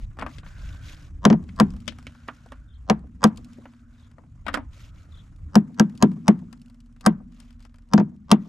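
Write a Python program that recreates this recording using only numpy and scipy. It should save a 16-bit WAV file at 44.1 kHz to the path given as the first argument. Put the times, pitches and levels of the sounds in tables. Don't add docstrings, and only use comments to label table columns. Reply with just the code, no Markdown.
import sys
import numpy as np
from scipy import signal
from scipy.fft import rfft, irfft
from scipy.io import wavfile
from scipy.ndimage import uniform_filter1d, minimum_filter1d

SR = 44100
rng = np.random.default_rng(int(sys.argv[2]) if len(sys.argv) > 2 else 0)


def boost_factor(decibels):
    exponent = np.asarray(decibels, float) / 20
    return 10 ** exponent


def unload_wav(signal):
    wavfile.write(
        sys.argv[1],
        SR,
        np.round(np.clip(np.atleast_2d(signal).T, -1, 1) * 32767).astype(np.int16),
    )


N = 373968
HALF = np.array([[.5], [-.5]])
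AHEAD_S = .0105


def read(points, hz):
    f, value = np.transpose(points)
    return np.interp(np.log(hz + 1), np.log(f + 1), value)


def curve(rows, t):
    s, *columns = np.transpose(rows)
    return [np.interp(t, s, c) for c in columns]


def evened(x):
    return x / np.sqrt(np.mean(x ** 2) + 1e-20)


def add(mix, s, sound, pan_db):
    part = mix[:, round(s * SR):][:, :len(sound)]
    part += sound[:part.shape[1]] * boost_factor(HALF * pan_db)


def ring(modes, t, rise_s, phase_spread, longest_s):
    hz, db, t60 = np.transpose(modes)[:, :, None]
    level_luck, phase_luck, pitch_luck = rng.standard_normal((3, len(modes), 1))
    pair = 1 + .3 * np.cos(2 * np.pi * .03 * hz * pitch_luck * t)
    fall_db = db + 1.5 * level_luck - 60 * t / np.minimum(t60, longest_s)
    phase = 2 * np.pi * hz * (1 + .008 * pitch_luck) * t + phase_spread * phase_luck
    out = (boost_factor(fall_db) * pair * np.sin(phase)).sum(0)
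    out = out * (1 - np.exp(-t / rise_s)) ** 2
    return out / abs(out).max()


def burst(bands, t, width):
    z, hz = rfft(rng.standard_normal(len(t))), np.fft.rfftfreq(len(t), 1 / SR)
    out = 0
    for centre_hz, db, t60, tail_db, tail_t60 in bands:
        shape = np.exp(-(np.log(hz / centre_hz + 1e-9) / width) ** 2)
        decay = boost_factor(-60 * t / t60) + boost_factor(tail_db - 60 * t / tail_t60)
        out = out + evened(irfft(z * shape, len(t))) * boost_factor(db) * decay
    out = out * np.minimum(t / 0.00078, 1) ** 2
    return out / abs(out).max()


def swell(start, length, peak, edge):
    u = np.clip((np.arange(N) / SR - start) / length, 0, 1)
    warp = np.log(.5) / np.log(np.clip(peak, .1, .9))
    return np.sin(np.pi * u ** warp).clip(0) ** edge


# [f/Hz, left-right likeness]
COHERENCE = [(60, 1.0), (240, 1), (950, 0.47), (3770, 0.71), (15000, 0.99)]


def hiss(spectrum, size, patchy_db, flicker_db):
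    hop, hz = size // 4, np.fft.rfftfreq(size, 1 / SR)
    a, b, c, d, patches = rng.standard_normal((N // hop + 5, len(hz), 5)).T
    patches = evened(uniform_filter1d(uniform_filter1d(patches, size=5, axis=0), size=7, axis=1))
    flicker = evened(uniform_filter1d(rng.standard_normal(a.shape[1]), size=3))
    same = np.clip(read(COHERENCE, hz), -1, .98)[:, None]
    left = a + 1j * b
    right = same * left + np.sqrt(1 - same ** 2) * (c + 1j * d)
    level_db = patchy_db * patches + flicker_db * flicker
    z = np.array([left, right]) * boost_factor(read(spectrum, hz)[:, None] + level_db)
    return evened(signal.istft(z, nperseg=size, noverlap=size - hop)[1][:, :N])


# [f/Hz, level/dB, t60/s, tail level/dB, tail t60/s]
CRACK = [(1760, -9.5, 0.0072, -22, 0.07), (2692, -10, 0.007, -20.5, 0.07), (3250, -8, 0.013, -21.5, 0.089),
         (4710, 1, 0.007, -24.5, 0.041), (6300, -3.5, 0.0065, -23, 0.045)]


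def steel_crack(t, crack_db):
    looser_db = 0.25 * (crack_db + 6.0)
    bands = [(f, db, t60, tail_db - looser_db, tail_t60) for f, db, t60, tail_db, tail_t60 in CRACK]
    return boost_factor(crack_db) * burst(bands, t, 0.17)


# [f/Hz, level/dB, t60/s, tail level/dB, tail t60/s]
SIZZLE = [(7415, -5.5, 0.023, -28.5, 0.05), (9660, 3.5, 0.0057, -21, 0.027),
          (12400, -11.5, 0.014, -25, .025), (14600, -28.5, .01, -29.5, .02)]


def steel_sizzle(t, sizzle_db):
    return boost_factor(sizzle_db) * burst(SIZZLE, t, 0.13)


# [f/Hz, level/dB, t60/s]
CLANK = [(980, -3, 0.024), (1030, -8, 0.21), (1035, -1, 0.032), (1148.6, -15.5, 0.12), (1153, -7, 0.043),
         (1196, -8, 0.06), (1316, -7, 0.18), (1588, -8, 0.13), (1892, -15.5, 0.047)]
KNOCK = [(419, -6.5, 0.072), (490, -2, 0.086), (555, -8.5, 0.091), (624, -5, 0.11), (689, -6, 0.14),
         (753, -2.5, 0.18), (910, -6.5, 0.052)]
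BRACE = [(962, 0.5, 0.1), (750, -5, .07), (1160, -5.5, .06), (870, -3.5, .06)]


def bracket(t, clank_db, knock_db):
    hand_t60 = .055
    out = boost_factor(clank_db) * ring(CLANK, t, 0.00034, 1.3, hand_t60)
    out += boost_factor(knock_db - 13) * ring(BRACE, t, 0.00081, 1.9, .25)
    out += boost_factor(knock_db) * ring(KNOCK, t, 0.0065, 1.5, hand_t60)
    return out


# [f/Hz, level/dB, t60/s, tail level/dB, tail t60/s]
RATTLE = [(598.6, 0, .06, -27, 0.29), (1000, 0.5, .06, -25, 0.27), (1590, -8.5, .055, -28, .2),
          (2500, -17, .05, -26, .2), (4000, -25, .04, -22, .2)]


def rattle(t, clank_db, knock_db):
    level_db = knock_db + .15 * (clank_db - knock_db) - 4.0
    return boost_factor(level_db) * burst(RATTLE, t, 0.52)


# [f/Hz, level/dB, t60/s]
BOOM = [(141.7, -15.5, .08), (171.3, -8, 0.21), (195.1, -4.5, 0.073), (213, 4.5, 0.08),
        (241.9, -7.5, 0.068), (272, -6, 0.035), (322.8, -11, 0.1), (397.3, -14.5, 0.062)]
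# [f/Hz, level/dB, t60/s, tail level/dB, tail t60/s]
THUD = [(180, -2.5, 0.18, -24, .9), (260, -11, .1, -26, .6), (350, -14, 0.12, -28, 0.34)]


def panel_boom(t):
    thud = burst(THUD, t, 0.25) * (1 - np.exp(-t / 0.005)) ** 2
    return ring(BOOM, t, 0.0081, 0.093, .09) + boost_factor(-4) * thud


# [f/Hz, left lead/rad, left-right level/dB]
PANEL_SIDES = [(100, 0, 1), (240, -.3, 1.5), (300, .6, 5), (390, .7, -6), (480, -1.3, 5), (610, -.3, 3),
               (800, -1.4, -5), (960, .3, 4), (1300, -1.1, 2), (2200, -.9, 7), (3800, -1, -2),
               (5400, -.5, -2), (8000, .5, 0), (13000, .9, 3)]


def radiate(x):
    hz, (f, lead, balance) = np.fft.rfftfreq(N, 1 / SR), np.transpose(PANEL_SIDES)
    sides = np.exp(1j * HALF * read(np.c_[f, lead], hz)) * boost_factor(HALF * read(np.c_[f, balance], hz))
    wall = boost_factor(-34.5) * np.exp(-2j * np.pi * hz * .14) / (1 + (hz / 700) ** 2)
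    thin_tone = boost_factor(-12) / (1 - 1j * (hz - 8000) / 36) ** 2
    return irfft(rfft(x, axis=1) * sides * (1 + wall + thin_tone), N, axis=1)


# [t/s, force level/dB, boom level/dB, knock level/dB, sizzle level/dB]
BLOWS = [(1.251, -5.5, -6.5, -10, -21), (1.2998, -23, -9, -17, -47), (1.3265, -31, -14, -22, -55.5),
         (1.5987, -3.5, -8.5, -11, -16), (2.8977, -11, -12, -9, -28), (3.2392, -1, -7.5, -9.5, -9),
         (5.554, -8, -5.5, -14.5, -21.5), (5.796, -7.5, -6.5, -14.5, -21.5), (6.024, -9, -5.5, -12, -20),
         (6.2798, -9.5, -7, -12.5, -20), (7.0619, -6, -9, -9.5, -12.5), (7.9344, -11.5, -7, -17, -22),
         (7.9774, -24, -11.5, -17, -55), (7.9978, -33, -15, -21, -66), (8.314, -4, -6, -9.5, -8.5)]


def blows():
    out, t = np.zeros((2, N)), np.arange(16384) / SR
    for s, crack_db, boom_db, knock_db, sizzle_db in BLOWS:
        clank_db = crack_db - 1.5
        crack = steel_crack(t, crack_db)
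        clank = bracket(t, clank_db, knock_db)
        for side in (-1, 1):
            add(out, s + .0006, rattle(t, clank_db, knock_db), side * 10.5)
        add(out, s + 0.00061, clank + crack + steel_sizzle(t, sizzle_db), 0)
        boom = panel_boom(t)
        add(out, s + .0052, boost_factor(boom_db + 3.0) * boom, 0)
        ahead_db = -10.5 + 0.1 * (sizzle_db + 20.0)
        copy = clank + boost_factor(-9.5) * crack + boost_factor(boom_db - 1.5) * boom
        for k in (1, 2, 3):
            add(out, s + 0.00064 - k * AHEAD_S, boost_factor(ahead_db - 11.0 * k) * copy, 0)
    return radiate(out)


# [f/Hz, level/dB, t60/s]
DRONE_ON = [(212, -4, 1.2), (232, 0, 3.5), (248.5, -1, 3.0), (296, -8, .9)]


def panel_ring():
    t, (s, boom_db) = np.arange(N) / SR, np.transpose(BLOWS)[[0, 2]]
    last = np.searchsorted(s, t) - 1
    since = t - s[last]
    out = 0
    for hz, db, t60 in DRONE_ON:
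        level = boost_factor(boom_db[last] - 36 + db - 60 * abs(since) / t60) * (last >= 0)
        level = uniform_filter1d(level, round(.03 * SR))
        out = out + level * np.sin(2 * np.pi * (hz * t + rng.random()))
    return out


def touch_sound(t, tick_db, body_hz, body_db, knock_db):
    t60 = .045 * boost_factor(0.1 * (body_db + 44.5)) * (1300 / body_hz) ** 0.39
    tick = burst([(2810, -5.5, 0.73 * t60, -23.0, 1.5 * t60),
                  (4730, 3.0, 0.16 * t60, -14, 1.2 * t60),
                  (7850, -7.5, 0.65 * t60, -19.5, t60),
                  (11500, -14.0, 0.28 * t60, -18.0, 1.1 * t60)], t, 0.24)
    body = burst([(body_hz, 0, t60, -18, 3.4 * t60),
                  (1.99 * body_hz, -9, 0.7 * t60, -18, 3.1 * t60),
                  (0.49 * body_hz, -7, 0.89 * t60, -18, 2.8 * t60)], t, .4)
    knock = burst([(556, -4.0, 0.64 * t60, -13.5, 3.0 * t60),
                   (243, -5.0, 3.5 * t60, -15.5, 3 * t60)], t, 0.25)
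    return boost_factor(tick_db) * tick + boost_factor(body_db) * body + boost_factor(knock_db) * knock


# [t/s,
# body level/dB, body f/Hz, tick level/dB]
TAPS = [(0.1118, -53.5, 1640, -77), (0.1694, -42.5, 895, -60), (0.1876, -27.5, 1230, -47),
        (0.1945, -33, 1500, -42), (0.2035, -32, 1200, -58), (0.212, -31, 1700, -46),
        (0.2228, -19.5, 1080, -42), (0.2635, -23.5, 1189, -41.5), (0.3834, -35.5, 2900, -59),
        (0.4321, -42, 1390, -74), (0.4628, -41.5, 1530, -74), (1.489, -42, 2150, -55.5),
        (1.878, -20, 2860, -28), (1.9225, -39.5, 1480, -50), (1.9852, -40.5, 1320, -44),
        (2.0676, -29, 2500, -41.5), (2.2797, -42, 3800, -44), (2.2843, -24, 1250, -56),
        (2.4605, -41.5, 788, -53), (2.5194, -31, 1210, -47.5), (3.2295, -20, 1000, -50),
        (3.2717, -30.5, 699, -41.5), (3.584, -38, 330, -62), (3.6548, -35.5, 1106, -57.5),
        (4.1826, -40.5, 825, -65.5), (4.235, -49.5, 800, -78.5), (4.4651, -26.5, 1560, -44),
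        (4.4817, -19.5, 1350, -30), (4.5383, -32.5, 1400, -38), (4.5414, -17, 1330, -22.5),
        (4.5545, -22.5, 1390, -52), (4.5715, -22.5, 915, -44.5), (6.1158, -44, 900, -52),
        (6.5274, -45.5, 1175, -42), (7.0088, -48.5, 1023, -41.5)]
# [t/s, tick level/dB, body level/dB, left-right level/dB]
GRIT = [(1.704, -43.5, -66, 10), (1.7361, -53, -50, 3), (1.7642, -48, -58, -3), (1.8025, -49.5, -69, 7.5),
        (2.0268, -51, -52, 5), (2.1495, -58, -48, 5.5), (2.2023, -59, -57, 8), (3.3732, -37, -66.5, 7),
        (3.4451, -45, -59, -2.5), (3.5321, -45.5, -71, 3.5), (4.1138, -56, -54.5, 5),
        (5.3612, -54.5, -70, 4), (5.7444, -51.5, -61.5, -8), (5.8961, -49.5, -53, 2.5),
        (5.9514, -53, -65, 13), (5.9754, -42, -60, 4.5), (6.5744, -59, -69, -7), (6.6159, -49.5, -67.5, -3),
        (6.6593, -53, -74.5, 4), (6.6985, -52.5, -57.5, 5), (6.744, -58, -59, 0), (6.8031, -51, -62, 4),
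        (6.963, -59, -52.5, 4.5), (7.322, -56, -59.5, 10), (7.401, -41.5, -54, 10.5),
        (7.5057, -55, -59.5, 17), (7.604, -54.5, -54.5, 7), (7.65, -50, -48, 12), (7.7423, -55, -52.5, 6),
        (7.784, -57.5, -54.5, 9),
        (1.439, -52, -64, 2), (1.5618, -46, -57.5, 1.5), (1.8566, -53, -58, -3), (2.121, -54, -56.5, 0.5),
        (2.3482, -55, -59, 2), (2.992, -56, -60, 2), (3.36, -50, -72, 5), (3.388, -56, -66, 3),
        (1.995, -52, -56, 0.5), (3.735, -62, -53, 1.5), (6.39, -55.5, -59, 0), (6.5963, -58, -66, 1.5),
        (6.6821, -55, -71, 0), (6.86, -62, -68, 2), (6.925, -62, -71, 2), (7.345, -60.5, -62, 5.5),
        (7.368, -62, -63.5, 4), (7.427, -56, -66.5, 5), (7.45, -59.5, -68, 4), (7.527, -58, -62, 4),
        (7.594, -60, -68, 4), (7.6254, -53, -62, 4), (7.695, -63.5, -61.5, 4), (7.758, -57, -61, 3),
        (7.8215, -61, -65, 3), (7.888, -60, -74, 3), (8.163, -62, -76, 2)]


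def ticks():
    out, t = np.zeros((2, N)), np.arange(8192) / SR
    touches = [(s, tick_db, hz, db, db - 8.5, 2.5 + 6 * rng.standard_normal())
               for s, db, hz, tick_db in TAPS]
    touches += [(s, tick_db, 1350, body_db, body_db - 10, pan_db)
                for s, tick_db, body_db, pan_db in GRIT]
    for s, tick_db, body_hz, body_db, knock_db, pan_db in touches:
        touch = touch_sound(t, tick_db, body_hz, body_db, knock_db)
        add(out, s, touch, pan_db)
        add(out, s - AHEAD_S, boost_factor(-21.5 - body_hz / 250) * touch, pan_db)
    return out


# [start t/s, length/s, level/dB]
RUBS = [(0, 0.06, -61), (0.27, 0.145, -58.5), (0.443, 0.096, -58), (0.518, 0.31, -57.5), (0.8, 0.19, -51.5),
        (0.966, 0.13, -60), (1.387, 0.69, -72.5), (1.85, 0.82, -69.5), (3.308, 0.57, -72),
        (3.9, 0.22, -72.5), (4.707, 0.21, -58.5), (4.933, 0.14, -66.5), (5.069, 0.24, -71.5),
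        (5.649, 0.94, -79.5), (7.294, 0.28, -71), (7.591, 0.089, -69), (8.378, 0.2, -69)]


def glove_grip():
    return boost_factor(-86) + sum(boost_factor(db) * swell(s, length, .45, .98) for s, length, db in RUBS)


# [f/Hz, level/dB]
RUSTLE = [(1180, -32.5), (2000, -2), (2640, -4.5), (3710, -5.5), (4410, -9), (6940, -11.5), (8850, -24.5),
          (13100, -24.5), (16000, -52.5)]


def glove_rustle(grip):
    return grip * hiss(RUSTLE, size=256, patchy_db=2.5, flicker_db=3.0)


# [f/Hz, level/dB]
RUMBLE = [(11, -46.5), (18, -2.5), (38, 2), (75, 5.5), (98, -3.5), (141, -12), (200, -23), (260, -39),
          (440, -120)]
# [t/s, level/dB]
WIND = [(0, -37.5), (.85, -39.5), (1.13, -37), (1.6, -43.5), (2.3, -56), (2.55, -43.5), (2.83, -44.5),
        (3.25, -48), (3.54, -54.5), (4.04, -46.5), (4.6, -42), (5.26, -41), (5.48, -35.5), (5.66, -53.5),
        (6.25, -53), (6.71, -56.5), (7.3, -53), (8.48, -53)]


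def wind():
    gust_db = curve(WIND, np.arange(N) / SR)[0]
    return boost_factor(gust_db) * hiss(RUMBLE, size=4096, patchy_db=3.0, flicker_db=3.5)


# [f/Hz, level/dB]
DRONE = [(59, -29), (100, 1), (188, -13), (237, -23), (253, -17), (290, -14), (359, -34.5), (500, -38.5),
         (650, -64), (1100, -120)]


def traffic(traffic_db):
    return boost_factor(traffic_db) * hiss(DRONE, size=2048, patchy_db=-2.0, flicker_db=0.5)


# [start t/s, length/s, f/Hz, level/dB]
ENGINES = [
    (0.993, 0.93, 38, -46.5),
    (1.31, 0.76, 88.4, -44.5),
    (2.451, 0.84, 60, -41),
    (6.397, 1.6, 37.67, -46.5),
    (7.403, 1.0, 83, -53.5),
]


def engines():
    out = np.zeros(N)
    for start, length, hz, db in ENGINES:
        drift = rng.standard_normal(N)
        drift = evened(uniform_filter1d(uniform_filter1d(drift, size=6000), size=6000))
        tone = np.sin(2 * np.pi * np.cumsum(hz * (1 + 0.029 * drift)) / SR)
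        out += boost_factor(db) * swell(start, length, 0.59, 0.37) * tone
    return out


# [start t/s, length/s, f/Hz, level/dB]
TYRES = [
    (0.402, 0.67, 1530, -57.5),
    (1.949, .85, 1480, -65.5),
    (3.4, .8, 1480, -72.5),
    (4.68, 0.61, 1350, -67),
]


def tyres():
    hz, out = np.fft.rfftfreq(N, 1 / SR) + 1, 0
    width, low_hz = 0.098, 588
    for start, length, top_hz, db in TYRES:
        shape = 1 / (1 + (np.log(hz / top_hz) / width) ** 2)
        shape += boost_factor(-10) / (1 + (np.log(hz / low_hz) / width) ** 2)
        both, own = rng.standard_normal(N), rng.standard_normal((2, N))
        whine = evened(irfft(rfft(both + .6 * own, axis=1) * shape, N, axis=1))
        out = out + boost_factor(db) * swell(start, length, 0.38, 0.48) * whine
    return out


# [t/s, f/Hz, level/dB]
CHIRP = [(0, 3808, -6), (.02, 3630, 16), (.032, 3384, -25), (.046, 3100, -11.5), (.062, 3350, 15),
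         (.074, 4072, 11), (.085, 3610, 0)]
# [t/s, level/dB]
CHIRPS = [
    (2.672, -81),
    (3.968, -82),
    (5.108, -72),
]


def bird():
    out, t = np.zeros((2, N)), np.arange(0, CHIRP[-1][0], 1 / SR)
    hz, db = curve(CHIRP, t)
    for s, level_db in CHIRPS:
        drift = evened(uniform_filter1d(rng.standard_normal(len(t)), size=200))
        tone = np.sin(2 * np.pi * np.cumsum(hz * (1 + .05 * drift)) / SR)
        add(out, s, boost_factor(level_db + db) * tone * signal.windows.tukey(len(t), .15), 8.0)
    return out


# [f/Hz, level/dB]
AIR = [(190, -40), (330, -3.5), (466, -15), (545, -1), (819, -8), (1160, -1), (4190, -22.5), (7020, -17),
       (12300, -33), (14000, -54)]


def still_air(traffic_db, grip):
    air_db = -68.5 + 0.48 * (traffic_db + 52) + .3 * (20 * np.log10(grip) + 78.4)
    return boost_factor(air_db) * hiss(AIR, size=512, patchy_db=2.5, flicker_db=2.5)


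# [t/s, level/dB]
TRAFFIC = [(0, -48), (.6, -47), (1.5, -47), (2.5, -56.5), (3.4, -50.5), (3.8, -57), (5.3, -49), (6.2, -47),
           (6.8, -57.5), (8.48, -62.5)]


def background():
    traffic_db = curve(TRAFFIC, np.arange(N) / SR)[0]
    grip = glove_grip()
    near = glove_rustle(grip) + panel_ring()
    far = wind() + traffic(traffic_db) + engines() + tyres()
    return near + far + still_air(traffic_db, grip)


# [f/Hz, t60/s]
YARD = [(100, 0.72), (250, 0.98), (600, 0.25), (1000, .35), (1600, 0.4), (4000, 0.06), (10000, 0.035)]


def yard(x):
    taps = np.zeros((2, SR))
    at = np.arange(700, SR - 20, 20) + rng.integers(0, 20, (2, (SR - 701) // 20))
    np.put_along_axis(taps, at, rng.choice([-1., 1.], at.shape), 1)
    taps[1] = .8 * taps[0] + .6 * taps[1]
    hz, t, z = signal.stft(taps, SR, nperseg=512)
    decay = boost_factor(-60 * t / read(YARD, hz)[:, None])
    tail = signal.istft(z * decay, SR, nperseg=512)[1]
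    return signal.fftconvolve(x, tail / np.linalg.norm(tail[0]), axes=1)[:, :N]


# [f/Hz, left lead/rad]
LAG = [(100, -0.16), (1000, -0.24), (3000, 0.67), (7000, 0.21), (12000, 0)]


def scene():
    hz, far = np.fft.rfftfreq(N, 1 / SR), bird()
    ports = np.exp(1j * read(LAG, hz) * HALF)
    light = irfft(rfft(ticks() + background() + far, axis=1) * ports, N, axis=1)
    heavy = blows()
    return heavy + light + yard(boost_factor(-42.5) * heavy + boost_factor(6.0) * far)


def low_pass(x):
    return signal.sosfilt(signal.butter(12, 16510, fs=SR, output="sos"), x)


def record(dry):
    room = np.minimum(.97 / (abs(dry).max(0) + 1e-9), 1)
    gain = uniform_filter1d(minimum_filter1d(room, size=301), size=301)
    return low_pass(dry * gain)


dry = scene()
out = record(dry)
unload_wav(out)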